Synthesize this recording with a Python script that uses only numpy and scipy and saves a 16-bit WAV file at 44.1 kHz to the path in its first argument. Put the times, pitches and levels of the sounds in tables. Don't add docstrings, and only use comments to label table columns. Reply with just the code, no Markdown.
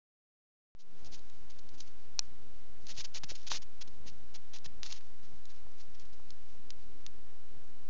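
import sys
import numpy as np
from scipy import signal
from scipy.fft import rfft, irfft
from scipy.io import wavfile

SR = 44100
rng = np.random.default_rng(int(sys.argv[2]) if len(sys.argv) > 2 else 0)


def int16_out(signal):
    q = np.round(np.clip(np.atleast_2d(signal).T, -1, 1) * 32767)
    wavfile.write(sys.argv[1], SR, q.astype(np.int16))


N = 347949
TIME = np.arange(N) / SR

# frequency_hz, gain_db
FRICTION_SPECTRUM = [(100, -14), (300, -13.5), (600, -8.5), (1000, -10), (1400, -11), (2000, -7),
                     (2600, -4), (3200, -3), (4100, -0.5), (5000, 0), (6300, -2), (6900, -5.5),
                     (7400, -16.5), (8200, -21)]


def undb(db):
    return 10 ** (np.asarray(db) / 20)


def shaped(x, spectrum, tilt_db_per_octave=0):
    points_hz, points_db = np.transpose(spectrum)
    hz = np.maximum(np.fft.rfftfreq(len(x), 1 / SR), 1)
    octaves = np.log2(np.maximum(hz, 1000) / 4000)
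    gain = undb(np.interp(np.log(hz), np.log(points_hz), points_db) + tilt_db_per_octave * octaves)
    return irfft(rfft(x) * gain / np.sqrt(np.mean(gain ** 2)), len(x))


def band(x, low_hz, high_hz, order=2):
    return signal.sosfilt(signal.butter(order, [low_hz, high_hz], "bandpass", fs=SR, output="sos"), x)


def wander(rate_hz):
    place = TIME * rate_hz
    count = int(place[-1]) + 2
    return 1.46 * np.interp(place, np.arange(count), rng.standard_normal(count))


def add(out, start_s, x):
    i = int(round(start_s * SR))
    out[i:i + len(x)] += x[:len(out) - i]


def cave_air(midband_db=-66, sway_db=1.23, hollow_hz=(350, 440), hollow_db=-79):
    # frequency_hz, gain_db
    floor_spectrum = [(12, 6), (28, 14), (70, 8.5), (110, 3.5), (160, 0.5), (215, 1.5), (300, -1),
                      (500, -4), (1000, -8), (2000, -11.5), (4200, -14.5), (6300, -16.5), (6900, -21.5),
                      (7900, -31.5)]
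    noise = shaped(rng.standard_normal(N), floor_spectrum)
    noise *= undb(midband_db) / band(noise, 300, 7000, order=4).std()
    rumble = signal.sosfiltfilt(signal.butter(2, 600, fs=SR, output="sos"), noise)
    hollow = band(rng.standard_normal(N), *hollow_hz)
    sway = undb(sway_db * wander(9)) - 1
    return noise + rumble * sway + undb(hollow_db) * hollow / hollow.std()


def grip_creep(restless_db=5.0, grit_db=3, slips_per_s=1500):
    # time_s, level_db
    crackle_levels = [(1.0, -76.5), (1.7, -74.5), (2.4, -74.5), (2.7, -77), (3.3, -69), (3.9, -80),
                      (5.0, -78), (6.3, -73), (6.7, -80), (7.3, -86)]
    slips = rng.choice([-1, 1], N) * (rng.random(N) < slips_per_s / SR)
    slips = slips * undb(grit_db * np.minimum(rng.exponential(size=N), 4))
    unrest = undb(restless_db * np.clip(wander(16), -2, 2))
    crackle = shaped(slips * unrest, FRICTION_SPECTRUM)
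    return undb(np.interp(TIME, *np.transpose(crackle_levels))) * crackle / crackle.std()


def hand_knocks(decay_cycles=1.1, size=6000):
    # start_s, peak_db, pitch_hz
    blows = [(1.070, -54, 450), (1.130, -52, 480), (2.840, -54.5, 300), (2.976, -50.5, 79),
             (3.2357, -47, 160), (3.294, -45.5, 69), (3.316, -41, 543), (3.5166, -29, 900),
             (3.875, -52, 221), (4.056, -50, 320), (4.658, -50, 130), (5.668, -50, 633),
             (6.198, -53.5, 647)]
    out = np.zeros(N)
    for start_s, peak_db, pitch_hz in blows:
        burst = rng.standard_normal(size) * np.exp(-TIME[:size] * pitch_hz / decay_cycles)
        thud = band(burst, pitch_hz / 2.17, pitch_hz * 1.68, order=3)
        add(out, start_s, undb(peak_db) * thud / np.abs(thud).max())
    return out


def finger_rubs(grit_db=1.9, judder_db=1.1, judder_hz=260, slips_per_s=13000, crest_share=0.42):
    # start_s, length_s, level_db
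    strokes = [(0.786, 0.046, -54), (1.043, 0.044, -57), (1.112, 0.058, -51.5), (1.173, 0.026, -65),
               (1.496, 0.02, -57), (1.584, 0.016, -57), (1.731, 0.034, -63.5), (1.773, 0.065, -57),
               (1.869, 0.021, -62.5), (2.879, 0.056, -46), (2.938, 0.03, -58), (2.966, 0.063, -42),
               (3.038, 0.026, -43), (3.138, 0.054, -42.3), (3.233, 0.016, -43), (3.283, 0.05, -45),
               (3.348, 0.022, -47), (3.37, 0.03, -63), (3.424, 0.019, -60), (3.464, 0.028, -44),
               (3.496, 0.052, -38.5), (3.531, 0.056, -39.5), (3.616, 0.022, -52.5), (3.807, 0.025, -45),
               (3.875, 0.011, -55.5), (4.056, 0.055, -52), (4.339, 0.033, -49.5), (4.532, 0.026, -49.5),
               (4.554, 0.025, -49), (4.641, 0.03, -50.5), (4.825, 0.069, -49.5), (4.884, 0.073, -50),
               (4.939, 0.056, -55), (5.224, 0.045, -64.5), (5.487, 0.044, -61), (5.795, 0.028, -58),
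               (5.942, 0.021, -62.5), (5.987, 0.051, -63.5), (6.046, 0.022, -64.5), (6.121, 0.03, -64.5)]
    sizes = undb(grit_db * np.minimum(rng.exponential(size=N), 4) + judder_db * wander(judder_hz))
    slips = rng.standard_normal(N) * (rng.random(N) < slips_per_s / SR) * sizes
    out = np.zeros(N)
    for start_s, length_s, level_db in strokes:
        first = int(start_s * SR)
        span = slice(first, first + 8192)
        progress = np.interp((TIME[span] - start_s) / length_s, [0, crest_share, 1], [0, .5, 1])
        force = np.sin(np.pi * progress)
        stroke = slips[span] * force
        stroke *= np.sqrt(np.sum(force ** 2) / np.sum(stroke ** 2))
        tilt_db_per_octave = 3.3 - 0.83 * start_s
        scrape = shaped(stroke, FRICTION_SPECTRUM, tilt_db_per_octave)
        flex = undb(-10.5) * band(stroke, 70, 200)
        add(out, start_s, undb(level_db) * (scrape + flex))
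    return out


def seam_ticks(chatter_decay_s=0.0029, clean_release_db=-13.5, size=1024):
    # time_s, peak_db, tilt_db_per_octave
    releases = [(1.047, -38.5, 6), (1.1933, -47, 4), (1.299, -46, 1), (1.5180, -47, 2), (1.6904, -40, 2),
                (1.805, -27.5, 5), (1.8075, -27.5, 3.5), (2.8690, -32, 3), (2.8733, -38, -2),
                (2.9662, -37, -2), (3.0036, -37, -3), (3.1468, -33, 0), (3.2356, -27, -9),
                (3.3107, -28.5, -2), (3.505, -27, -1), (3.5173, -16.5, -2.5), (3.5216, -21.5, -1),
                (3.8754, -44, -2), (4.0676, -47, -6), (4.537, -40, 5), (4.586, -39.5, 2), (4.6455, -38, 3),
                (4.659, -30.5, -2.5), (4.6617, -31.5, -0.5), (4.8325, -19.5, -1.5), (4.864, -25.5, 1),
                (4.9241, -24.5, 3), (4.9270, -20.5, 3), (5.0094, -45, -5.5), (5.4554, -38.5, 3.5),
                (5.998, -37, 4), (6.3057, -32, 3), (6.7053, -25.5, 1.5), (7.065, -25, 0)]
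    # frequency_hz, gain_db
    tick_spectrum = [(100, -18), (500, -13.5), (1400, -9.5), (2500, -4.5), (4200, 2.5), (5200, 0),
                     (6400, -0.5), (7100, -6), (7800, -20.5)]
    out = np.zeros(N)
    t = (np.arange(size) - size // 2) / SR
    impulse = t == 0
    tail = (t > 0) * np.exp(-np.abs(t) / chatter_decay_s)
    for time_s, peak_db, tilt_db_per_octave in releases:
        looseness = 0.016 * max(clean_release_db - peak_db, 0)
        chatter = looseness * undb(-8.5) * tail * rng.standard_normal(size)
        tick = shaped(chatter - impulse, tick_spectrum, tilt_db_per_octave)
        add(out, time_s + t[0], undb(peak_db) * tick / np.abs(tick).max())
    return out


def joint_snap(time_s=2.1925, peak_db=-11, lag_s_per_octave=0.00077, size=2048):
    # pitch_hz, level_db, t60_s
    case_modes = [(620, -18, 0.0054), (1000, -14, 0.007), (1610, -19, 0.0084), (2480, -14, 0.012),
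                  (4180, 2, 0.0056), (5780, 6, 0.0038), (6980, -7.5, 0.0047)]
    out, ring = np.zeros(N), np.zeros(size)
    t = TIME[:size]
    for k, (pitch_hz, level_db, t60_s) in enumerate(case_modes):
        polarity = (-1) ** k
        ring += polarity * undb(level_db - 60 * t / t60_s) * np.sin(2 * np.pi * pitch_hz * t)
    hz = np.fft.rfftfreq(size, 1 / SR)
    lead_s = t[size // 4]
    group_delay_s = lead_s + lag_s_per_octave * np.log2(np.maximum(hz, 2000) / 5000)
    phase = -2 * np.pi * np.cumsum(group_delay_s) * hz[1]
    chirp = irfft(rfft(ring) * np.exp(1j * phase), size)
    add(out, time_s - lead_s, undb(peak_db) * chirp / np.abs(chirp).max())
    return out


def scene():
    return (finger_rubs() + seam_ticks() + hand_knocks() + joint_snap() + grip_creep() + cave_air())[None]


def record(dry, wake_s=.7502, awake_s=1.0, wake_gain=.15, cutoff_hz=7800):
    # time_s, offset_full_scale
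    bias = [(1.0, -.046), (2.0, -.050), (3.5, -.053), (5.0, -.054), (7.9, -.0545)]
    fade_in = (TIME >= wake_s) * np.interp(TIME, [wake_s, awake_s], [wake_gain, 1])
    live = fade_in * (dry + np.interp(TIME, *np.transpose(bias)))
    return signal.sosfiltfilt(signal.butter(8, cutoff_hz, fs=SR, output="sos"), live)


dry = scene()
out = record(dry)
int16_out(out)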